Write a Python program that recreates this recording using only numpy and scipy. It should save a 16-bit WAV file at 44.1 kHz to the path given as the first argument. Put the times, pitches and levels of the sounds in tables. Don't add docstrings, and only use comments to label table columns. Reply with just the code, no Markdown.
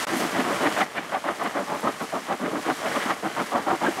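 import sys
import numpy as np
from scipy import signal
from scipy.fft import rfft, irfft
from scipy.io import wavfile
from scipy.ndimage import uniform_filter1d

SR = 44100
rng = np.random.default_rng(int(sys.argv[2]) if len(sys.argv) > 2 else 0)


def generate_wav(signal):
    frames = np.transpose(np.atleast_2d(signal))
    scaled = np.clip(frames, -1, 1) * 32767
    pcm = np.round(scaled).astype(np.int16)
    wavfile.write(sys.argv[1], SR, pcm)


N = 176400
T = np.arange(N) / SR

# t/s, level/dB
SPRAY_RIDE = [(0, -31.5), (.045, -33), (.07, -38.5), (.19, -35), (.32, -39), (.47, -39.5), (.59, -37.5),
              (.77, -39), (.805, -35), (.86, -47.5), (1.15, -46.5), (1.8, -43), (1.99, -44.5), (2.04, -42),
              (2.28, -45.5), (2.52, -45), (2.7, -41), (2.86, -40.5), (2.97, -37.5), (3.11, -40),
              (3.16, -45.5), (3.45, -41.5), (3.66, -45), (3.88, -41), (4, -41)]
# f/Hz, level/dB
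SPRAY_EQ = [(100, -5), (300, -5), (700, 6), (1200, 9), (2000, 8), (2500, 6.5), (3200, 3), (4000, 3.5),
            (6000, 2), (8500, -0.5), (12300, -6), (13500, -12.5), (16000, -17)]
# t/s, level/dB
SLOSH_RIDE = [(.07, -28), (.57, -29.5), (.73, -28), (.89, -36), (1.03, -33), (1.2, -34.5), (1.36, -34.5),
              (1.65, -34.5), (1.81, -32.5), (1.96, -38.5), (2.08, -36.5), (2.24, -39.5), (2.37, -35),
              (2.62, -36), (2.77, -34), (2.92, -28), (3.03, -29), (3.2, -35), (3.33, -31.5), (3.47, -32),
              (3.63, -34), (3.78, -31), (4, -32.5)]
# f/Hz, level/dB
SLOSH_EQ = [(30, -32), (100, -11.5), (220, 0), (320, 0), (450, 3.5), (620, 2), (1200, -0.5), (2000, -3),
            (2500, -9), (3200, -10.5), (4200, -23), (16000, -37)]
# f/Hz, level/dB
WIND_EQ = [(15, -29), (35, -29), (65, -1), (120, 8), (300, 7), (1500, -30)]
# start/s, crest/s, end/s, level/dB, opening/dB (against the crest), bass/dB, treble/dB,
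# bubble resonance/Hz
SURGES = [(0.098, 0.133, 0.18, -33.5, -0.5, 0, -4.5, 755), (0.19, 0.244, 0.27, -33.5, 1, -0.5, -4.5, 720),
          (0.324, 0.401, 0.43, -29.5, -6.5, 0, -3, 700), (0.439, 0.516, 0.55, -28, -6, -4.5, -9.5, 605),
          (0.6, 0.667, 0.69, -25.5, -8, -3, -4, 765), (0.766, 0.814, 0.84, -25.5, -3, -8, -1.5, 734),
          (0.95, 0.98, 1.012, -33, -2.5, -4.5, 1, 700), (1.12, 1.148, 1.183, -27.5, -3, -12, -8.5, 750),
          (1.242, 1.284, 1.33, -26.5, -4, -10.5, -9, 730),
          (1.398, 1.422, 1.448, -30, 0.5, -11.5, -11.5, 774),
          (1.441, 1.463, 1.488, -29.5, -4.5, -7, -6, 710),
          (1.545, 1.575, 1.64, -28.5, -1.5, -6.5, -11, 590),
          (1.671, 1.725, 1.78, -30.5, -7, -5.5, -15, 840), (1.831, 1.877, 1.903, -25.5, -4, -7, -13, 583),
          (2.005, 2.011, 2.06, -31, -1, -4.5, -12, 764), (2.124, 2.151, 2.195, -29.5, -5, -5, -12.5, 690),
          (2.277, 2.322, 2.35, -27, -8.5, -7, -8.5, 800), (2.395, 2.46, 2.494, -31, -8, -1.5, -8, 570),
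          (2.509, 2.56, 2.6, -31.5, -5.5, -0.5, -12, 610), (2.651, 2.703, 2.73, -25.5, -8, -5, -8.5, 730),
          (2.816, 2.865, 2.895, -30, -7.5, -7, -7, 634), (2.94, 2.965, 2.995, -27, -4, -5.5, -9, 590),
          (3.001, 3.022, 3.08, -37, 3, -14, 4.5, 1260), (3.045, 3.106, 3.13, -25.5, -13, -11, -8, 753),
          (3.228, 3.262, 3.28, -29.5, -1.5, -2.5, -10.5, 760),
          (3.366, 3.398, 3.434, -27, -1.5, -6.5, -9.5, 930), (3.519, 3.558, 3.608, -24.5, -7, -9, -14, 763),
          (3.664, 3.709, 3.755, -24, -3.5, -8.5, -13.5, 770),
          (3.815, 3.865, 3.904, -25.5, -2, -5.5, -7.5, 590), (3.92, 3.95, 3.93, -35, 0, -9, -6, 760),
          (3.976, 3.999, 4.08, -29.5, -6, -11, -12, 730)]
# f/Hz, level/dB
CHURN_EQ = [(30, -49), (60, -19), (105, -14), (150, -3), (200, 5.5), (320, 8), (420, 5), (600, -1),
            (800, -1), (1250, -1.5), (1550, 0), (2000, 1), (2400, -5.5), (3200, -10.5), (4200, -18),
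            (8000, -51.5), (16000, -50)]
# t/s, level/dB, f/Hz
GULPS = [(0.128, -15.5, 347), (.164, -15, 261), (.243, -22, 322), (.388, -18, 260), (.403, -17.5, 340),
         (.523, -17.5, 578), (.652, -19, 320), (.662, -25.5, 1865), (0.672, -17, 329), (.812, -12, 781),
         (.823, -19.5, 1980), (0.976, -22.5, 2350), (1.143, -15, 760), (1.275, -20, 1060),
         (1.837, -18, 240), (1.862, -21, 225), (1.87, -19, 1263), (2.306, -18, 810), (2.319, -16, 787),
         (2.42, -25, 238), (2.477, -16.5, 455), (2.685, -16, 326), (2.691, -20, 695), (2.959, -22, 278),
         (3.057, -18.5, 249), (3.102, -21, 1226), (3.254, -19, 742), (3.546, -15, 247), (3.549, -19, 1103),
         (3.554, -14, 710), (3.701, -22, 740), (3.725, -13, 348), (3.83, -14, 865), (3.862, -13.5, 1600),
         (3.882, -13.5, 343)]
# t/s, level/dB, f/Hz, decay/s
TICKS = [(0.166, -38, 11000, 0.058), (1.356, -38, 5150, 0.0033), (1.437, -40, 10500, .004),
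         (1.806, -38, 10500, 0.0035), (2.026, -41, 9000, 0.0068)]
# f/Hz, level/dB
BASIN_EQ = [(270, 1), (330, 2), (400, -2.5), (455, 0.5), (510, -4.5), (580, 2.5), (650, 0.5), (750, 1.5),
            (900, -0.5), (1150, 2), (1500, 0), (1900, 1), (2700, -1), (3050, 2), (3700, -0.5), (5000, -0.5)]
# f/Hz, level/dB
SIDE_EQ = [(150, -68), (350, -42), (700, -26), (1400, -25), (2800, -17), (6000, -33.5), (10000, -36.5),
           (14000, -54)]

SPRAY_DB, DROPS_PER_S, DROP_SPREAD_DB, SPRAY_FLUTTER_DB = -2.5, 20000, 3.5, .7
SLOSH_DB, SLOSH_PER_S, WIND_DB = -3.5, 2500, -64
SURGE_DB, END_DB, ATTACK_S, RELEASE_S = 1, -12, .005, 0.0052
BUBBLES_PER_S, BUBBLE_SPREAD_DB, RING_DB, RING_WIDTH_HZ = 3500, 2, 5.5, 36
BASS_HZ, BODY_LO_HZ, BODY_HI_HZ, TREBLE_HZ = 410, 572, 1216, 1820
BASS_LAG_S, SPIT_DB, SPIT_S, SPIT_LAG_S = 0.0054, 6.5, 0.0091, 0.001
PLOPS_PER_S, PLOP_DB, PLOP_CYCLES = 110, 6, 3.35
PLOP_LO_HZ, PLOP_HI_HZ, PLOP_RISE_PER_S = 564.5, 2105, 3
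GULP_DB, GULP_RISE_S, GULP_DECAY_S, GULP_SAG_PER_S = -4.5, 0.0048, 0.01, 2.3
TICK_LOG_WIDTH = 0.23
ECHO_DB, ECHO_RISE_S, ECHO_DECAY_S = -25, 0.012, 0.019
DROPOUT_S, DROPOUT_DB = (0.051, 0.069), -32.5
LOW_CUT_HZ, HIGH_CUT_HZ = 47, 15750


def amp(db):
    return 10 ** (np.asarray(db) / 20)


def unit(x):
    return x / np.sqrt(np.mean(x ** 2) + 1e-20)


def bins():
    return np.fft.rfftfreq(4096, 1 / SR)


def eq_curve(points):
    f, db = np.transpose(points)
    return np.interp(np.log(bins() + 1), np.log(f), db)


def colour(x, db):
    log_gain = np.log(amp(np.concatenate([db, db[-2:0:-1]])))
    response = np.fft.ifft(np.exp(np.conj(signal.hilbert(log_gain)))).real
    return signal.fftconvolve(x, response[:len(db)])[:len(x)]


def in_band(db, lo_hz, hi_hz):
    f = bins()
    return db - 10 * np.log10(np.mean(amp(db) ** 2 * ((f > lo_hz) & (f < hi_hz))))


def add(mix, s, sound):
    part = mix[max(round(s * SR), 0):][:len(sound)]
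    part += sound[:len(part)]


def drift(rate_hz):
    f = np.fft.rfftfreq(N, 1 / SR)
    return unit(irfft(rfft(rng.standard_normal(N)) * (f > 0) * np.exp(-(f / rate_hz) ** 2), N))


def pops(per_s, spread_db, size=N):
    height = amp(spread_db * np.minimum(rng.exponential(1, size), 4.5))
    return unit(height * rng.choice([-1., 1.], size) * (rng.random(size) < per_s / SR))


def spray():
    level_db = SPRAY_DB + np.interp(T, *np.transpose(SPRAY_RIDE)) + SPRAY_FLUTTER_DB * drift(rate_hz=60)
    drops = pops(DROPS_PER_S, DROP_SPREAD_DB) * amp(level_db)
    return colour(drops, in_band(eq_curve(SPRAY_EQ), 4760, 15000))


def slosh():
    bubbles = pops(SLOSH_PER_S, spread_db=3.0) * amp(1.8 * drift(rate_hz=10))
    water = unit(colour(bubbles, eq_curve(SLOSH_EQ)))
    return water * amp(SLOSH_DB + np.interp(T, *np.transpose(SLOSH_RIDE)))


def wind():
    gusts = amp(WIND_DB + 0.96 * drift(rate_hz=7.7))
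    return gusts * unit(colour(rng.standard_normal(N), eq_curve(WIND_EQ)))


def ground_scatter(x):
    t = T[:SR // 4]
    tail = rng.standard_normal(len(t)) * np.exp(-t / ECHO_DECAY_S) * (1 - np.exp(-t / ECHO_RISE_S))
    return signal.fftconvolve(x, tail / np.linalg.norm(tail))[:N]


def surge(start, crest, end, level_db, opening_db, bass_db, treble_db, ring_hz):
    f, t = bins(), start - ATTACK_S + T[:SR // 5]
    tilt = eq_curve([(BASS_HZ, bass_db), (BODY_LO_HZ, 0), (BODY_HI_HZ, 0), (TREBLE_HZ, treble_db)])
    resonance = RING_DB / (1 + ((f - ring_hz) / RING_WIDTH_HZ) ** 2)
    tone_db = eq_curve(CHURN_EQ) + tilt + resonance
    from_crest = np.interp(t, [start, crest, end], [-1, 0, 1])
    swell_db = np.where(from_crest < 0, opening_db * abs(from_crest) ** 1.4,
                        END_DB * abs(from_crest) ** 2.16)
    attack = np.clip((t - start) / ATTACK_S + 1, 0, 1)
    release = np.exp(-np.maximum(t - end, 0) / RELEASE_S)
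    swell = amp(swell_db) * attack * release
    late_swell = np.interp(t - BASS_LAG_S, t, swell)
    spit = amp(SPIT_DB * (np.exp(-((t - crest - SPIT_LAG_S) / SPIT_S) ** 2) - .5))
    lows = 1 / (1 + (f / BASS_HZ) ** 6)
    highs = 1 - 1 / (1 + (f / BODY_HI_HZ) ** 6)
    out = plops(swell, tone_db)
    for share, envelope in [(lows, late_swell), (1 - lows - highs, swell), (highs, swell * spit)]:
        bubbles = pops(BUBBLES_PER_S, BUBBLE_SPREAD_DB, size=len(t))
        band_db = in_band(tone_db, 490, 1610) + 10 * np.log10(np.maximum(share, 1e-4))
        out += colour(bubbles * envelope, band_db)
    return amp(SURGE_DB + level_db) * out


def plops(swell, tone_db):
    out, age = np.zeros(len(swell)), T[:SR // 20]
    count = round(PLOPS_PER_S * len(swell) / SR)
    for when, register, strength in rng.random((count, 3)):
        at = int(when * len(swell))
        hz = PLOP_LO_HZ * (PLOP_HI_HZ / PLOP_LO_HZ) ** register
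        chirp = np.sin(2 * np.pi * hz * age * (1 + PLOP_RISE_PER_S * age / 2))
        envelope = (1 - np.exp(-age * hz)) * np.exp(-age * hz / PLOP_CYCLES)
        gain = strength * swell[at] * amp(PLOP_DB + np.interp(hz, bins(), tone_db))
        add(out, at / SR, gain * envelope * chirp)
    return out


def gulp(level_db, pitch_hz):
    t = T[:SR // 10]
    hz = pitch_hz * np.exp(-GULP_SAG_PER_S * (t - GULP_DECAY_S))
    turns = np.cumsum(hz) / SR + rng.random()
    envelope = np.minimum(t / GULP_RISE_S, 1) * np.exp(-np.maximum(t - GULP_RISE_S, 0) / GULP_DECAY_S)
    return amp(GULP_DB + level_db) * envelope * np.sin(2 * np.pi * turns)


def droplet_tick(level_db, centre_hz, decay_s):
    t = T[:SR // 5]
    band_db = -10 * np.log10(1 + (np.log((bins() + 1) / centre_hz) / TICK_LOG_WIDTH) ** 4)
    return amp(level_db) * unit(colour(rng.standard_normal(len(t)), band_db)) * np.exp(-t / decay_s)


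def scene():
    water = spray() + slosh()
    for start, *settings in SURGES:
        add(water, start - ATTACK_S, surge(start, *settings))
    for s, db, hz in GULPS:
        add(water, s, gulp(db, hz))
    for s, db, hz, decay_s in TICKS:
        add(water, s, droplet_tick(db, hz, decay_s))
    water = colour(water, eq_curve(BASIN_EQ))
    mid = water + amp(ECHO_DB) * ground_scatter(water) + wind()
    side = colour(ground_scatter(water), eq_curve(SIDE_EQ))
    return np.array([mid + side, mid - side])


def record(dry):
    thinned = signal.sosfilt(signal.butter(2, LOW_CUT_HZ, "high", fs=SR, output="sos"), dry)
    in_dropout = (T > DROPOUT_S[0]) & (T < DROPOUT_S[1])
    gain = uniform_filter1d(np.where(in_dropout, amp(DROPOUT_DB), 1), size=60)
    high_cut = signal.firwin(511, HIGH_CUT_HZ, window=("kaiser", 9), fs=SR)
    return signal.oaconvolve(thinned * gain, high_cut[None], "same", axes=1)


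dry = scene()
out = record(dry)
generate_wav(out)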